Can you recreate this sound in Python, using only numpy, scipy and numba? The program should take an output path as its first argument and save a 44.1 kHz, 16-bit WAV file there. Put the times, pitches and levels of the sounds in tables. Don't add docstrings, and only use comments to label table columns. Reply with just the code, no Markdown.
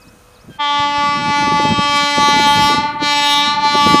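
import sys
import numpy as np
from scipy import signal
from scipy.fft import rfft, irfft
from scipy.io import wavfile
from scipy.ndimage import uniform_filter1d, map_coordinates
from numba import njit

SR = 44100
rng = np.random.default_rng(int(sys.argv[2]) if len(sys.argv) > 2 else 0)


def rack_gain(trim_db):
    fader = np.asarray(trim_db, float)
    return 10 ** (fader / 20)


def log_audio(samples):
    frames = np.atleast_2d(samples).T
    limited = np.clip(frames, -1, 1)
    pcm = np.round(limited * 32767).astype(np.int16)
    wavfile.write(sys.argv[1], SR, pcm)


N = 176400
OPEN_S = .58

# (time [s], pitch [Hz], level [dB], brightness [dB])
HORN_BLOWING = [(.6, 291.5, -15.5, -30), (.66, 289.2, -14.5, -28), (1.3, 288.8, -15, -23),
                (1.8, 288.7, -16, -22), (2.1, 288.7, -14, -17), (2.3, 288.5, -11.5, -19),
                (2.64, 288.9, -10.8, -16), (2.77, 292.5, -15, -19), (2.87, 295.2, -18.5, -38),
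                (2.98, 297.3, -24, -66), (3.035, 292.5, -11, -20), (3.12, 290.3, -9, -17),
                (3.36, 289.2, -8.3, -17), (3.48, 291.8, -12.5, -19), (3.59, 294.8, -19, -34),
                (3.655, 291.8, -12.5, -20), (3.82, 289.5, -11.5, -18), (3.99, 288.6, -11.5, -18)]
# (overtone number, level [dB])
BELL_COLOUR = [(1, -13), (2, -16), (3, 3.5), (4, 1), (5, -8.5), (6, -11.5), (7, -7), (8, -7.5), (9, -13),
               (10, -11.5), (11, -9.5), (12, -13), (13, -11), (14, -10.5), (15, -11.5), (16, -17),
               (18, -15), (22, -22), (25, -24.5), (28, -32.5), (52, -52)]
# (time [s], notch [Hz], notch gain [dB], lobe [Hz], lobe gain [dB])
MOVING_COLOUR = [(.62, 1700, 3.5, 3330, 15), (.82, 1750, 2, 3400, 8.5), (.97, 870, -1.5, 2870, 2.5),
                 (1.12, 1180, 1, 2350, 3.5), (1.4, 840, -5, 2360, 4.5), (1.55, 820, -3, 2870, -0.5),
                 (1.7, 1110, -7.5, 2750, 4), (1.87, 915, -6.5, 3250, 2), (2.02, 930, -12, 3600, 5),
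                 (2.2, 970, -3, 3470, 1), (2.45, 1240, -9.5, 3240, 6), (2.62, 1180, -4.5, 3050, 4.5),
                 (2.8, 1270, -7.5, 4030, 3), (3.05, 1293, -18, 4280, 2), (3.2, 1304, -27.5, 3660, 2.5),
                 (3.4, 1286, -13.5, 3700, 10.5), (3.65, 1340, -4.5, 4030, 7.5), (3.9, 1410, -3, 3230, 5.5)]
# (delay [s], growth [s/s], level [dB], low-pass [Hz])
REFLECTIONS = [
    (.0015, 0.000079, -15, 9000),
    (.045, .003, -26, 4000),
    (.11, 0.0085, -18, 3000),
    (.23, .004, -16, 2500),
    (.36, .004, -17.5, 2000),
]
# (time [s], level [dB])
GUST_LEVEL = [(0, -56), (.08, -41.5), (.42, -82), (.49, -40), (.62, -53), (.8, -35.5), (1.14, -39),
              (1.28, -19), (1.35, -34), (1.5, -22.5), (1.8, -24), (1.9, -33.5), (2.14, -35.5), (2.3, -25),
              (2.8, -26), (3.17, -36.5), (3.8, -27.5), (3.88, -22)]
# (frequency [Hz], density [dB/Hz])
WIND_COLOUR = [(25, -26), (60, -8.5), (120, -3.5), (200, 4), (320, -3.5), (500, -19), (800, -21.5),
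               (1500, -26.5)]
# (time [s], peak level [dB], centre [Hz])
AIR_THUMPS = [(.068, -37, 155), (.186, -47, 110), (0.441, -37, 190), (.472, -33, 125), (0.488, -29, 208),
              (0.504, -31, 157), (.553, -40, 110), (2.224, -17.5, 275), (2.278, -13, 300), (2.39, -13, 298),
              (2.69, -18.5, 380), (2.738, -14.5, 302), (3.643, -22.5, 286), (.98, -27, 100),
              (1.89, -26, 110), (2.88, -29, 130), (3.3, -32, 400), (0.736, -59, 285), (0.793, -22.5, 145),
              (0.845, -35, 221), (1.034, -23, 208), (1.082, -21, 114), (1.235, -34, 183), (1.377, -23, 175),
              (1.422, -18, 220), (1.471, -13, 235), (1.514, -12.5, 224), (1.595, -13, 280),
              (1.648, -11, 258), (1.719, -16.5, 182), (1.784, -9.5, 166), (2.027, -22, 184.2),
              (2.175, -10.5, 257), (2.332, -16.5, 216), (2.36, -13, 212.3), (2.463, -16.5, 265),
              (2.502, -24, 240), (2.571, -14.5, 202), (2.71, -17, 297), (2.778, -14, 190),
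              (2.845, -24, 290), (3.019, -14, 224), (3.473, -22.5, 198), (3.745, -11, 268),
              (3.862, -6.5, 244), (3.942, -46, 519), (3.94, -5, 288)]
# (start [s], length [s], from [Hz], to [Hz], level [dB])
BIRD_SWEEPS = [(.012, .024, 5450, 4260, -45), (.028, .028, 4500, 3100, -62), (.06, .016, 3700, 4100, -52),
               (.07, .016, 4000, 5200, -50), (.08, .014, 5050, 5500, -45), (.09, .012, 5500, 6100, -57),
               (.21, .021, 3850, 4400, -58), (.315, .02, 5530, 4320, -56), (0.33, 0.027, 3820, 3000, -54),
               (.342, .026, 5350, 3700, -47), (0.364, .022, 3550, 4200, -49),
               (0.385, .022, 3550, 5000, -50), (.404, 0.019, 4930, 5550, -47),
               (0.42, .012, 5400, 6000, -55), (0.56, 0.014, 4140, 4420, -52), (0.89, 0.16, 1180, 1410, -41),
               (1.99, .08, 3560, 3000, -39)]
# (centre [Hz], width [Hz], throb rate [1/s], level [dB])
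INSECT_BANDS = [(9070, 540, 105, -64.5), (6460, 1200, 330, -66)]
# (frequency [Hz], level [dB])
HUM_TONES = [(495.3, -60), (1276, -63), (2541, -63)]
# (frequency [Hz], density [dB/Hz])
HISS_COLOUR = [(24, -51), (40, 2), (392, -15.5), (490, -12), (527, -10.5), (1290, -12.5), (1920, -20.5),
               (2450, -20), (15000, -32.5)]
# (from [s], to [s], level [dB])
CHANNEL_PARTING = [(.5, .55, -68), (.61, .66, -62), (1.112, 1.302, -53), (1.432, 1.667, -51.5),
                   (2.01, 2.54, -45.5), (2.67, 2.775, -44.5), (3.056, 3.128, -50.5), (3.221, 3.564, -45),
                   (3.617, 3.728, -56), (3.798, 3.951, -45.5)]
# (frequency [Hz], density [dB/Hz])
PARTING_COLOUR = [(24, -35), (40, -12), (1000, -14.5), (1170, -19), (2170, -18), (5850, -15.5),
                  (15000, -32)]
LIMITER_SNAPS = [3.138, 3.205, 3.277, 3.346]


def level(x, db):
    return x * rack_gain(db) / np.sqrt(np.mean(x ** 2))


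def curve(table, col):
    a = np.array(table)
    return np.interp(np.arange(N) / SR, a[:, 0], a[:, col])


def walk(rate):
    hold = int(SR / rate)
    steps = np.repeat(rng.standard_normal(N // hold + 1), hold)
    return 1.164 * uniform_filter1d(uniform_filter1d(steps, hold), hold)[:N]


def band(x, hz, width):
    return signal.lfilter(*signal.iirpeak(min(hz, .45 * SR), hz / width, fs=SR), x)


def bands(colour, flick_db, rate, count):
    p = np.array(colour)
    f = np.fft.rfftfreq(N, 1 / SR) + 1
    spectrum = rfft(rng.standard_normal(N)) * rack_gain(np.interp(np.log(f), np.log(p[:, 0]), p[:, 1]))
    half_octaves = 2 * np.log2(f / 25)
    out = 0
    for k in range(count):
        window = np.cos(np.pi / 2 * np.clip(half_octaves - k, -1, 1)) ** 2
        out = out + rack_gain(flick_db * walk(rate)) * irfft(spectrum * window, N)
    return out


def horn(t):
    attack_s, start_hz, jitter_hz = .024, 5, .08
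    shimmer_db, flutter_db, grain_db = 1.5, 2.2, 4
    wobble, lean = .3, .65
    smear = .1
    since = np.maximum(t - OPEN_S, 0)
    onset = np.exp(-since / attack_s)
    hz = curve(HORN_BLOWING, 1) + start_hz * onset + jitter_hz * walk(30.33)
    phase = 2 * np.pi * np.cumsum(hz) / SR
    bright = curve(HORN_BLOWING, 3) + 17 - 40 * onset
    shimmer = np.array([walk(5) for _ in range(14)])
    flutter = flutter_db * np.array([walk(15) for _ in range(9)])
    grain = grain_db * np.array([walk(60) for _ in range(11)])
    notch_hz, notch_db, lobe_hz, lobe_db = (curve(MOVING_COLOUR, c) for c in range(1, 5))
    bell = np.array(BELL_COLOUR)
    ripple = 1.55 * rng.standard_normal(53)
    tone, power = 0, 0
    for k in range(1, 53):
        db = np.interp(k, bell[:, 0], bell[:, 1]) + ripple[k] * (k > 22)
        db = db + notch_db * np.exp(-((k * hz - notch_hz) / 137) ** 2)
        db = db + lobe_db * np.exp(-((k * hz - lobe_hz) / 386) ** 2)
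        gain = rack_gain(db + .88 * bright * min(k / 25, 1.6))
        power = power + gain ** 2 / 2
        shake_db = (shimmer_db * shimmer[k % 14] + flutter[k % 9]) * (1 + smear * max(k - 12, 0)) ** .5
        shake_db = shake_db + grain[k % 11] * np.clip(k / 12 - 1.5, 0, 1)
        drift = wobble * shimmer[(3 * k + 5) % 14] * (1 + smear * np.clip(k - 5, 0, 12))
        tone = tone + gain * rack_gain(shake_db) * np.sin(k * (phase + np.pi) + np.pi - lean + drift)
    air = band(band(rng.standard_normal(N), 1900, 4500), 1900, 4500)
    air = rack_gain(-38) * (1 + np.cos(phase)) * level(air, 0)
    env = rack_gain(curve(HORN_BLOWING, 2) - .37) * np.clip(since / attack_s, 0, 1) ** 2
    return env * (tone / np.sqrt(power) + air)


def squeal(t):
    start_s, length_s, hz, fall = .495, .095, 1600, .025
    u = np.clip((t - start_s) / length_s, 0, 1)
    phase = 2 * np.pi * np.cumsum(hz * (1 - fall * u)) / SR
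    whistle = np.sin(phase) + .82 * np.sin(2 * phase) + band(rng.standard_normal(N), 2700, 2500)
    return rack_gain(-44.5 + 2 * walk(34.5)) * np.sin(np.pi * u) ** .5 * whistle


def reflections(blast, t):
    out = 0
    for delay, growth, db, hz in REFLECTIONS:
        late = map_coordinates(blast, [(t - delay - growth * (t - 2)) * SR], order=3)
        out = out + rack_gain(db) * signal.lfilter(*signal.butter(4, hz, fs=SR), late)
    return out


@njit
def walls(x, lags, gain, damp):
    line, soft, out = np.zeros((8, 8192)), np.zeros(8), np.zeros(len(x))
    for i in range(len(x)):
        total = 0.
        for k in range(8):
            soft[k] += (1 - damp) * (gain[k] * line[k, (i - lags[k]) & 8191] - soft[k])
            total += soft[k]
        out[i] = soft[0] - soft[3] + soft[5] - soft[6]
        for k in range(8):
            line[k, i & 8191] = x[i] + soft[k] - total / 4
    return out


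def reverberation(blast):
    t60_s = 1.8
    lags = rng.integers(1500, 8000, 8)
    return rack_gain(-15) * walls(blast, lags, rack_gain(-60 * lags / SR / t60_s), .82)


def wind():
    rumble = bands(WIND_COLOUR, 1, 35, count=13) * rack_gain(4.5 * walk(30))
    return level(rumble, 0) * rack_gain(curve(GUST_LEVEL, 1))


def thumps(t):
    width_s = .0074
    air = signal.lfilter(*signal.butter(4, 850, fs=SR), rng.standard_normal(N))
    out = 0
    for s, db, hz in AIR_THUMPS:
        shape = np.exp(-((t - s - width_s) / width_s) ** 2)
        puff = shape * band(band(air, hz, hz), hz, hz * .79)
        out = out + rack_gain(db - 3) * puff * np.sqrt(np.sum(shape ** 2) / np.sum(puff ** 2))
    return out


def birds(t):
    out = 0
    for s, length, from_hz, to_hz, db in BIRD_SWEEPS:
        u = np.clip((t - s) / length, 0, 1)
        cycles = length * (from_hz * u + (to_hz - from_hz) * u ** 2 / 2)
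        out = out + rack_gain(db) * np.sin(np.pi * u) * np.sin(2 * np.pi * cycles)
    out = out * rack_gain(-3 + 1.5 * walk(180))
    return out + .25 * np.roll(out, 300)


def insects(t):
    out = 0
    for hz, width, rate, db in INSECT_BANDS:
        throb = (1 + np.sin(2 * np.pi * rate * t + 2 * walk(5))) ** 2
        out = out + level(band(band(throb * rng.standard_normal(N), hz, width), hz, width), db)
    return out


def motor_hum(t):
    out = 0
    for hz, db in HUM_TONES:
        out = out + rack_gain(db + 2.5 + 3.6 * walk(7.2)) * np.sin(2 * np.pi * hz * t + walk(4.9))
    return out


def distant_hiss():
    return level(bands(HISS_COLOUR, 1.5, 6.2, count=20), -47.5)


def channel_difference(t):
    gate = sum(rack_gain(db) * ((t > a) & (t < b)) for a, b, db in CHANNEL_PARTING)
    return uniform_filter1d(gate, size=500) * level(bands(PARTING_COLOUR, 1.5, 25.45, count=20), 0)


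def scene():
    t = np.arange(N) / SR
    blast = horn(t)
    heard = blast + squeal(t) + reflections(blast, t) + reverberation(blast)
    field = insects(t) + motor_hum(t) + distant_hiss()
    ducked = field * rack_gain(-9 * (t > OPEN_S))
    mid = heard + wind() + thumps(t) + birds(t) + ducked
    side = channel_difference(t)
    return np.array([mid + side, mid - side])


def top_cut(x):
    return signal.sosfilt(signal.butter(12, 15580, fs=SR, output="sos"), x)


def record(dry):
    snap_db, recovery_s = -2.3, .045
    knee, room = .88, .15
    t = np.arange(N) / SR
    limiter_db = sum(snap_db * (t > s) * np.exp(-np.abs(t - s) / recovery_s) for s in LIMITER_SNAPS)
    x = dry * rack_gain(limiter_db)
    rounded = np.sign(x) * (knee + room * np.tanh((np.abs(x) - knee) / room))
    x = np.where(np.abs(x) < knee, x, rounded)
    x = signal.sosfilt(signal.ellip(6, .2, 40, 14950, fs=SR, output="sos"), x)
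    return top_cut(np.clip(x, -1, 1))


dry = scene()
out = record(dry)
log_audio(out)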